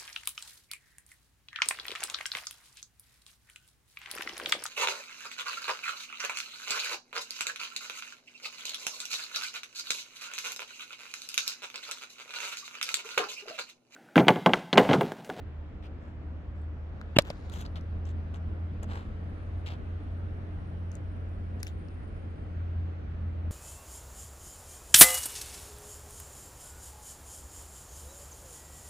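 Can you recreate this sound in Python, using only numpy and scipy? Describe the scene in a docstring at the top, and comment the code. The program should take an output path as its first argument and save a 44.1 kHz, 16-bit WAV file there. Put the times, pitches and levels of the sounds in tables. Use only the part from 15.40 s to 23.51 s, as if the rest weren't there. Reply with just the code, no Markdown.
"""On an artificial-turf pitch a ball lands and a wooden bat cracks it away, a few metres from a two-port microphone.
The crack is a bank of decaying blade modes with short echoes, then a faint, duller knock from the same modes;
the landing is a low thump, a pressure dip and a rasp. To the left, shoes scuff and tick: grit noise, short snaps.
Behind lie the wash of road and town (drifting noise spectra) and a heavy engine's drone (a sine and narrow noise),
with a thin whine of narrow noise above it, stronger on the right, and a faint steady hum."""
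import sys
import numpy as np
from scipy import signal
from scipy.io import wavfile
from scipy.ndimage import uniform_filter1d

SR = 44100
rng = np.random.default_rng(int(sys.argv[2]) if len(sys.argv) > 2 else 0)


def store_wav(level_fs):
    """Save 16-bit WAV to argv[1]."""
    pcm = np.round(np.clip(np.atleast_2d(level_fs), -1, 1) * 32767)
    wavfile.write(sys.argv[1], SR, pcm.T.astype(np.int16))


N = 357642
T = np.arange(N) / SR


def gain_of(db):
    """Decibels to a factor."""
    return 10 ** (np.asarray(db) / 20)


def evened(x):
    """Scales to rms 1."""
    return x / np.sqrt(np.mean(x ** 2) + 1e-20)


def read(points, hz):
    """Reads a spectrum on a log-frequency axis."""
    point_hz, value = np.transpose(points)
    return np.interp(np.log(hz + 1), np.log(point_hz + 1), value)


def glide(points, s):
    """Reads a two-column time curve, straight between its points."""
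    return np.interp(s, *np.transpose(points))


def band(x, lo_hz, hi_hz):
    """Band-pass, rms 1."""
    return evened(signal.sosfilt(signal.butter(2, [lo_hz, hi_hz], "band", fs=SR, output="sos"), x))


def resonate(x, hz, width_hz):
    """Shifts the frequency curve hz down to zero, smooths, and shifts back: a resonance of gain 1."""
    turn = np.exp(2j * np.pi * np.cumsum(hz * np.ones(x.shape[-1])) / SR)
    r = np.exp(-np.pi * width_hz / SR)
    smooth = signal.lfilter([1 - r], [1, -r], x / turn + 1e-18)
    return 2 * (turn * smooth).real


def narrow(x, hz, width_hz):
    """A resonance applied twice, for steep sides; rms 1."""
    return evened(resonate(resonate(x, hz, width_hz), hz, width_hz))


def add(mix, s, sound, lead, shade_db, shade_hz=1500):
    """Lays a sound into both ports; the far one gets it later by the lead and with its treble shaded."""
    low = signal.sosfilt(signal.butter(1, shade_hz, fs=SR, output="sos"), sound)
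    far = low + gain_of(-shade_db) * (sound - low)
    near_side = int(lead < 0)  # a positive lead puts the source on the left
    for side, shift, heard in ((near_side, -abs(lead), sound), (1 - near_side, abs(lead), far)):
        part = mix[side, round(s * SR + shift / 2):][:len(sound)]
        part += heard[:len(part)]


# The swell of road and town. Each row: time in seconds, level in dB, treble lift in dB
# (the lift grows with frequency, half of it at 2500 Hz).
ROAD_SWELL = [(0, -41.5, 2), (1.301, -41.5, 0), (1.749, -41.5, 6), (2.7, -39.5, 1.5), (4.2, -38.5, 2.5),
              (5.999, -39, 0.96), (7.4, -40, 4), (8.11, -38.5, 0)]
# Tone colour of the wash. Each row: frequency in Hz, relative density in dB per Hz.
WASH_SPECTRUM = [(12, -42.5), (20, 4), (68, 0), (96, -6.5), (138, -15), (204, -11.5), (337, -18.5),
                 (678, -23.5), (923, -30), (1370, -29.5), (2910, -42), (8410, -67.5), (9140, -97.5),
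                 (9950, -78), (16000, -76)]
# How alike the two ports are. Each row: frequency in Hz, left-right likeness from 0 to 1.
LIKENESS = [(60, 0.85), (200, 0.95), (450, 0.49), (1000, 0.29), (2500, 0.1), (6000, 0.33), (12000, .1)]
# Bearing of the passing traffic. Each row: time in seconds, lead of the right port in samples.
TRAFFIC_BEARING = [(0, 3.5), (2.5, 9), (8.11, 22)]


def road():
    """Random short-time spectra in drifting patches; the shared part reaches the right port first."""
    size, hop = 1024, 256  # samples
    frames, hz = N // hop + 5, np.fft.rfftfreq(size, 1 / SR)
    a, b, c, d, patches = rng.standard_normal((frames, len(hz), 5)).T
    patches = uniform_filter1d(patches, 12, 0)  # across frequency
    patches = evened(uniform_filter1d(patches, 14, 1))  # across time
    s, level_db, lift_db = np.transpose(ROAD_SWELL)
    frame_s = np.arange(frames) * hop / SR
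    lift_db, lead = np.interp(frame_s, s, lift_db), glide(TRAFFIC_BEARING, frame_s)
    early = np.exp(2j * np.pi * hz[:, None] * lead / SR)
    same = np.clip(read(LIKENESS, hz), 0, 1)[:, None]
    left = a + 1j * b
    right = same * left * early + np.sqrt(1 - same ** 2) * (c + 1j * d)
    colour_db = read(WASH_SPECTRUM, hz)[:, None] + 0.84 * patches
    colour_db = colour_db + lift_db * (hz / (hz + 2500))[:, None]
    spectra = np.array([left, right]) * gain_of(colour_db)
    wash = signal.istft(spectra, nperseg=size, noverlap=size - hop)[1][:, :N]
    return gain_of(np.interp(T, s, level_db)) * evened(wash)


# A steady hum: frequency in Hz, level in dB of its sine.
HUM = (301.5, -58)


def hum():
    """One steady sine with a little narrow noise around it."""
    hz, db = HUM
    haze = narrow(rng.standard_normal(N), hz, 3)
    return gain_of(db) * (np.sin(2 * np.pi * hz * T) + 0.22 * haze)


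# The gliding whine. Each row: time in seconds, frequency in Hz, level in dB before the flutter.
WHINE = [(0, 9400, -112), (1.4, 9400, -110), (1.8, 9500, -91.5), (3.3, 9320, -94), (4.15, 9330, -85.5),
         (4.449, 9070, -89), (6.8, 9010, -84.5), (7.401, 8520, -98), (7.802, 8840, -97),
         (8.11, 8900, -92.5)]


def whine(flutter_noise):
    """Narrow noise on a gliding pitch, partly shared by the ports; it comes and goes with the air."""
    s, hz, db = np.transpose(WHINE)
    shared, own = rng.standard_normal((2, N))
    flutter = gain_of(1.6 * evened(uniform_filter1d(flutter_noise, 4000)))
    tones = [flutter * narrow(n, np.interp(T, s, hz), 280) for n in (shared, .5 * shared + own)]
    return gain_of(np.interp(T, s, db) + [[0], [3]]) * tones  # 3 dB stronger on the right


# Firing rate of the engine. Each row: time in seconds, frequency in Hz.
FIRING = [(0, 77.2), (1.2, 78.25), (4.3, 87.25), (6, 87.34), (8.11, 83.84)]
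# Fader for the drone. Each row: time in seconds, base level in dB before the waver.
ENGINE_LEVEL = [(0, -43.5), (.3, -40), (.72, -45.5), (.92, -33.5), (1.02, -41.5), (1.22, -36), (1.5, -40),
                (1.95, -42), (2.7, -32.5), (3.07, -36.5), (3.2, -30.5), (3.45, -38), (3.95, -38.5),
                (4.7, -36), (6.1, -37), (6.6, -42.5), (6.95, -39.5), (7.39, -31), (7.68, -37),
                (8.11, -30.5)]
# Orders beside the firing tone. Each row: multiple of the firing rate, level in dB before the engine fader.
# The table's levels ride on a slow, one-second average of that fader.
ORDERS = [(0.502, -28.5), (.75, -25), (1.498, -23), (1.999, -21.5), (2.502, -22.5)]
WAVER_HZ, WAVER_DB = 5.4, 1.5  # fastest swell, rms depth


def engine():
    """Firing tone with its orders, blurred by the air on the long path; whine and hum go with it."""
    hz = glide(FIRING, T)
    tone_noise, order_noise = rng.standard_normal((2, N))
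    # the air makes the drone swell and sink at random
    waver = sum(np.sin(2 * np.pi * (f * T + rng.random())) for f in np.geomspace(.2, 1, num=20) * WAVER_HZ)
    level = gain_of(glide(ENGINE_LEVEL, T) + WAVER_DB * evened(waver))
    drone = 1.25 * np.sin(2 * np.pi * np.cumsum(hz) / SR) + 0.089 * narrow(tone_noise, hz, 13)
    orders = sum(gain_of(db) * narrow(order_noise, k * hz, 3.5) for k, db in ORDERS)
    return level * drone + uniform_filter1d(level, SR) * orders + hum() + whine(order_noise)


# Where scuffs and ticks sit. Each row: time in seconds, lead of the left port in samples.
TURF_BEARING = [(.4, 14.5), (1.2, 9.2), (1.8, 6.5), (2.15, 13), (4.3, 12), (5.5, 8.2)]
NEAR_SIDE_DB = 7.5  # treble shading of the right port: the left one faces the players


def turf_lead(s):
    """The place of a scuff or tick at a moment, as the left port's lead in samples."""
    return glide(TURF_BEARING, s)


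# Shoe scuffs, and the gritty tail of the bat's crack at 1.785 s. Each row: start in seconds, grit level in dB,
# grit frequency in Hz, fizz level in dB, air level in dB, thud level in dB, rise in seconds, hold in seconds.
# Levels are before clumping and fading.
SCUFFS_AND_CRACK_TAIL = [(0.424, -61, 2660, -94, -100, -62, .003, .042),
                         (0.589, -86, 3500, -83, -100, -64, .03, 0.074),
                         (1.141, -92, 3500, -85, -94, -64, 0.017, 0.084),
                         (1.785, -51.5, 3500, -66, -81, -47.5, .003, 0.025),
                         (1.845, -58, 2900, -68, -74, -53, 0.0037, 0.064),
                         (1.921, -68.5, 3960, -76.5, -95, -68, .01, 0.21),
                         (2.116, -56, 3320, -59, -66.5, -51.5, 0.0061, .1),
                         (2.247, -57, 4080, -69, -86, -50, 0.0051, 0.011),
                         (2.355, -50, 3080, -74, -82, -47.5, 0.0055, 0.01),
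                         (2.651, -65, 3000, -69.5, -91, -58, .004, 0.055),
                         (2.938, -66, 2940, -67, -89, -52.5, .003, 0.025),
                         (3.426, -69, 3500, -62, -75, -48, .002, 0.013),
                         (3.471, -58.5, 3170, -68, -83, -46.5, .045, .05),
                         (4.259, -47.5, 2860, -66.5, -83, -53, .003, 0.027),
                         (4.294, -52.5, 3100, -74, -83, -49.5, 0.011, 0.022),
                         (5.521, -74, 4000, -71.5, -86, -75, .005, 0.042),
                         (6.193, -67, 4000, -66, -82, -69, .003, .01),
                         (6.228, -60, 3980, -62, -62, -70, .002, 0.017),
                         (6.26, -54.5, 3230, -61, -69, -73, .01, 0.012)]
FADE_S, FADE_PER_RISE = 0.033, 7  # t60 of a scuff: a slow drag also lets go slowly
CLUMP_DB = 3.3  # rms unevenness of the grit


def scuffs_and_crack_tail():
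    """Clumped noise: resonant grit, fizz and air above, a thud below; shoe scuffs and the crack's gritty tail."""
    out, t = np.zeros((2, N)), T[:12000]
    for s, grit_db, hz, fizz_db, air_db, thud_db, rise, hold in SCUFFS_AND_CRACK_TAIL:
        t60 = FADE_S + FADE_PER_RISE * rise
        direct, clump_noise, *around = rng.standard_normal((4, len(t)))
        clumps = gain_of(CLUMP_DB * evened(uniform_filter1d(clump_noise, 70)))  # grains catch unevenly
        fade = gain_of(-60 * np.maximum(t - rise - hold, 0) / t60)
        shape = np.clip(t / rise, 0, 1) * fade

        def rub(noise):
            """One burst of grit; the same noise reversed feeds fizz and thud."""
            grit, fibres = noise * clumps, noise[::-1] * clumps
            body = gain_of(grit_db) * narrow(grit, hz, 1900)
            fizz = gain_of(fizz_db) * band(fibres, 6000, 7670)
            air = gain_of(air_db) * band(grit, 10000, 15000)
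            thud = gain_of(thud_db) * band(fibres, 330, 1500)
            return shape * (body + fizz + air + thud)

        add(out, s, rub(direct), turf_lead(s), NEAR_SIDE_DB)
        scatter = np.array([rub(n) for n in around])  # unlike at each port
        out[:, round(s * SR):][:, :len(t)] += .5 * scatter
    return out


# Short ticks, and at 1.902 s the bright edge of the later knock. Each row: start in seconds, ring level in dB,
# ring frequency in Hz, broad snap level in dB, lower knock level in dB. Levels are before the decay.
TICKS_AND_KNOCK_EDGE = [(1.219, -69, 8000, -80, -73), (1.6142, -46.5, 3470, -75, -37.5),
                        (1.822, -55.5, 4950, -44.5, -65), (1.9022, -36, 4700, -60, -42),
                        (2.0985, -50.5, 3800, -55, -67), (2.139, -42.5, 3020, -49, -63),
                        (2.213, -46, 3640, -45.5, -56), (2.2635, -43.5, 4100, -69, -57),
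                        (2.358, -44, 3180, -70, -49), (2.411, -55, 4900, -73, -64),
                        (2.654, -52, 5800, -77, -65.5), (2.945, -47.5, 3000, -64.5, -47.5),
                        (3.432, -49, 7240, -50, -66), (3.5342, -44.5, 3290, -68, -65),
                        (3.556, -56, 3100, -60, -58), (4.2625, -41.5, 3300, -74, -60),
                        (5.517, -46.5, 6200, -65, -68), (5.554, -43, 7320, -61, -67),
                        (6.231, -35, 5100, -33.5, -31.5), (6.269, -44, 5400, -50, -37),
                        (6.2765, -48, 3200, -50, -63), (6.4854, -53.5, 4860, -81, -71)]
TICK_T60_S = 0.0094
SNAP = 8  # a tick opens with one sharp break, this many times the rms of the grit that follows


def ticks_and_knock_edge():
    """One sharp break and a little grit excite a ring, a broad snap and a lower resonance."""
    out, t = np.zeros((2, N)), T[:1500]
    for s, ring_db, hz, broad_db, knock_db in TICKS_AND_KNOCK_EDGE:
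        grit = rng.standard_normal(len(t)) + SNAP * (t == 0)
        snap = gain_of(ring_db) * narrow(grit, hz, 1200)
        snap += gain_of(broad_db) * band(grit, 2800, 11000)
        snap += gain_of(knock_db) * narrow(grit, hz / 2.5, 900)  # a body sounding below the ring
        add(out, s, gain_of(-60 * t / TICK_T60_S) * snap, turf_lead(s), NEAR_SIDE_DB)
    return out


# Turf fibres rasping. Each row: resonance in Hz, width in Hz, relative level in dB.
TURF_FIBRES = [(720, 1200, 9.5), (1410, 620, 5.5), (1810, 410, 1.5), (2800, 580, 13.5), (4200, 980, -6.5),
               (6960, 890, -19.5), (12300, 7000, -40)]
PITCH_S = 1.7677  # centre of the landing
SQUASH_DB, SQUASH_MS = -12, .9  # the ball flattens: a short dip of pressure
THUMP_DB, THUMP_HZ, THUMP_MS = -23, 114.35, 5  # the turf gives and springs back
RASP_DB, RASP_MS = -24, 3.3  # level before its bell-shaped window


def pitch():
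    """The ball squashes on the turf: a dip of pressure inside a low thump, and a rasp of fibres."""
    half = 900  # samples either side of the centre
    out, ms = np.zeros((2, N)), 1000 * (np.arange(2 * half) - half) / SR

    def bell(width_ms):
        """Gaussian window around the landing."""
        return np.exp(-.5 * (ms / width_ms) ** 2)

    squash = ((ms / SQUASH_MS) ** 2 - 1) * bell(SQUASH_MS)
    thump = -np.cos(2 * np.pi * THUMP_HZ * ms / 1000) * bell(THUMP_MS)
    noise = rng.standard_normal(len(ms))
    rasp = evened(sum(gain_of(db) * narrow(noise, hz, width) for hz, width, db in TURF_FIBRES))
    landing = gain_of(SQUASH_DB) * squash + gain_of(THUMP_DB) * thump
    landing += gain_of(RASP_DB) * rasp * bell(RASP_MS)
    add(out, PITCH_S - half / SR, landing, 4, 1.5, 7000)
    return out


# The bat's crack, then a faint, duller knock: its echo or the ball bouncing. Each row: start in seconds,
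# level in dB, treble tilt in dB per octave about 1 kHz, lead of the left port in samples,
# treble shading of the right port in dB (negative brightens it).
CRACK_AND_KNOCK = [(1.7862, -3, 0.45, 4, -5), (1.9026, -28, -2, 7.8, 24)]
# Modes of the willow blade. Each row: frequency in Hz, relative level in dB, t60 in seconds.
BLADE_MODES = [(170, -8, .028), (280, -9, .022), (470, -7, .014), (575, 0, .025), (820, -12, .016),
               (1160, -9, .018), (1510, -10, .016), (2260, -3, .013), (2750, -3, .009), (3320, -2, .008),
               (3900, 1, .0065), (5240, -9, .008), (6300, -17, .007), (7750, -9, .009), (10000, -21, .008),
               (12700, -20, .008), (14800, -22, .008)]
# Short echoes of crack and knock. Each row: delay in milliseconds, relative level in dB.
ECHOES = [(1.55, -18.5), (3.2, -31.5), (5.1, -23.5), (9.5, -26)]


def crack_and_knock():
    """Blade modes start at once, and ground and body throw them back in milliseconds; the knock reuses them."""
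    out, t = np.zeros((2, N)), T[:3000]
    for s, db, tilt_db, lead, shade_db in CRACK_AND_KNOCK:
        ring = np.zeros(len(t))
        for hz, mode_db, t60 in BLADE_MODES:
            decay_db = mode_db + tilt_db * np.log2(hz / 1000) - 60 * t / t60
            ring += gain_of(decay_db) * np.sin(2 * np.pi * hz * t)
        slap, *scatter = (band(n, 170, 3200) for n in rng.standard_normal((3, len(t))))
        ring += gain_of(-9 - 60 * t / 0.015) * slap  # felt and grain slap
        ring *= 1 - np.exp(-(1000 * t / .45) ** 2)  # the soft ball loads the face gradually
        echoes = sum(gain_of(echo_db) * np.interp(t - ms / 1000, t, ring, left=0) for ms, echo_db in ECHOES)
        add(out, s, gain_of(db) * (ring + echoes), lead, shade_db, 7500)
        # scattered by bodies and stumps, unlike at each port and 2 dB stronger on the left
        dying = gain_of(db - 10.5 - 60 * t / 0.029 + [[2], [0]]) * (1 - np.exp(-1000 * t / 0.28))
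        out[:, round(s * SR):][:, :len(t)] += dying * scatter
    return out


def scene():
    """All sources at the two ports, from the background to the bat."""
    return road() + engine() + scuffs_and_crack_tail() + ticks_and_knock_edge() + pitch() + crack_and_knock()


def record(dry):
    """The capsule drops the deepest bass; the crack overloads the input softly; then the band limit."""
    held = signal.sosfilt(signal.butter(2, 37, "high", fs=SR, output="sos"), dry)
    held = held / (1 + (held / .93) ** 4) ** .25  # rounds off towards a ceiling of .93
    edge = signal.firwin(511, 16100, window=("kaiser", 9), fs=SR)  # low-pass, Hz
    return signal.oaconvolve(held, edge[None], "same")


dry = scene()
out = record(dry)
store_wav(out)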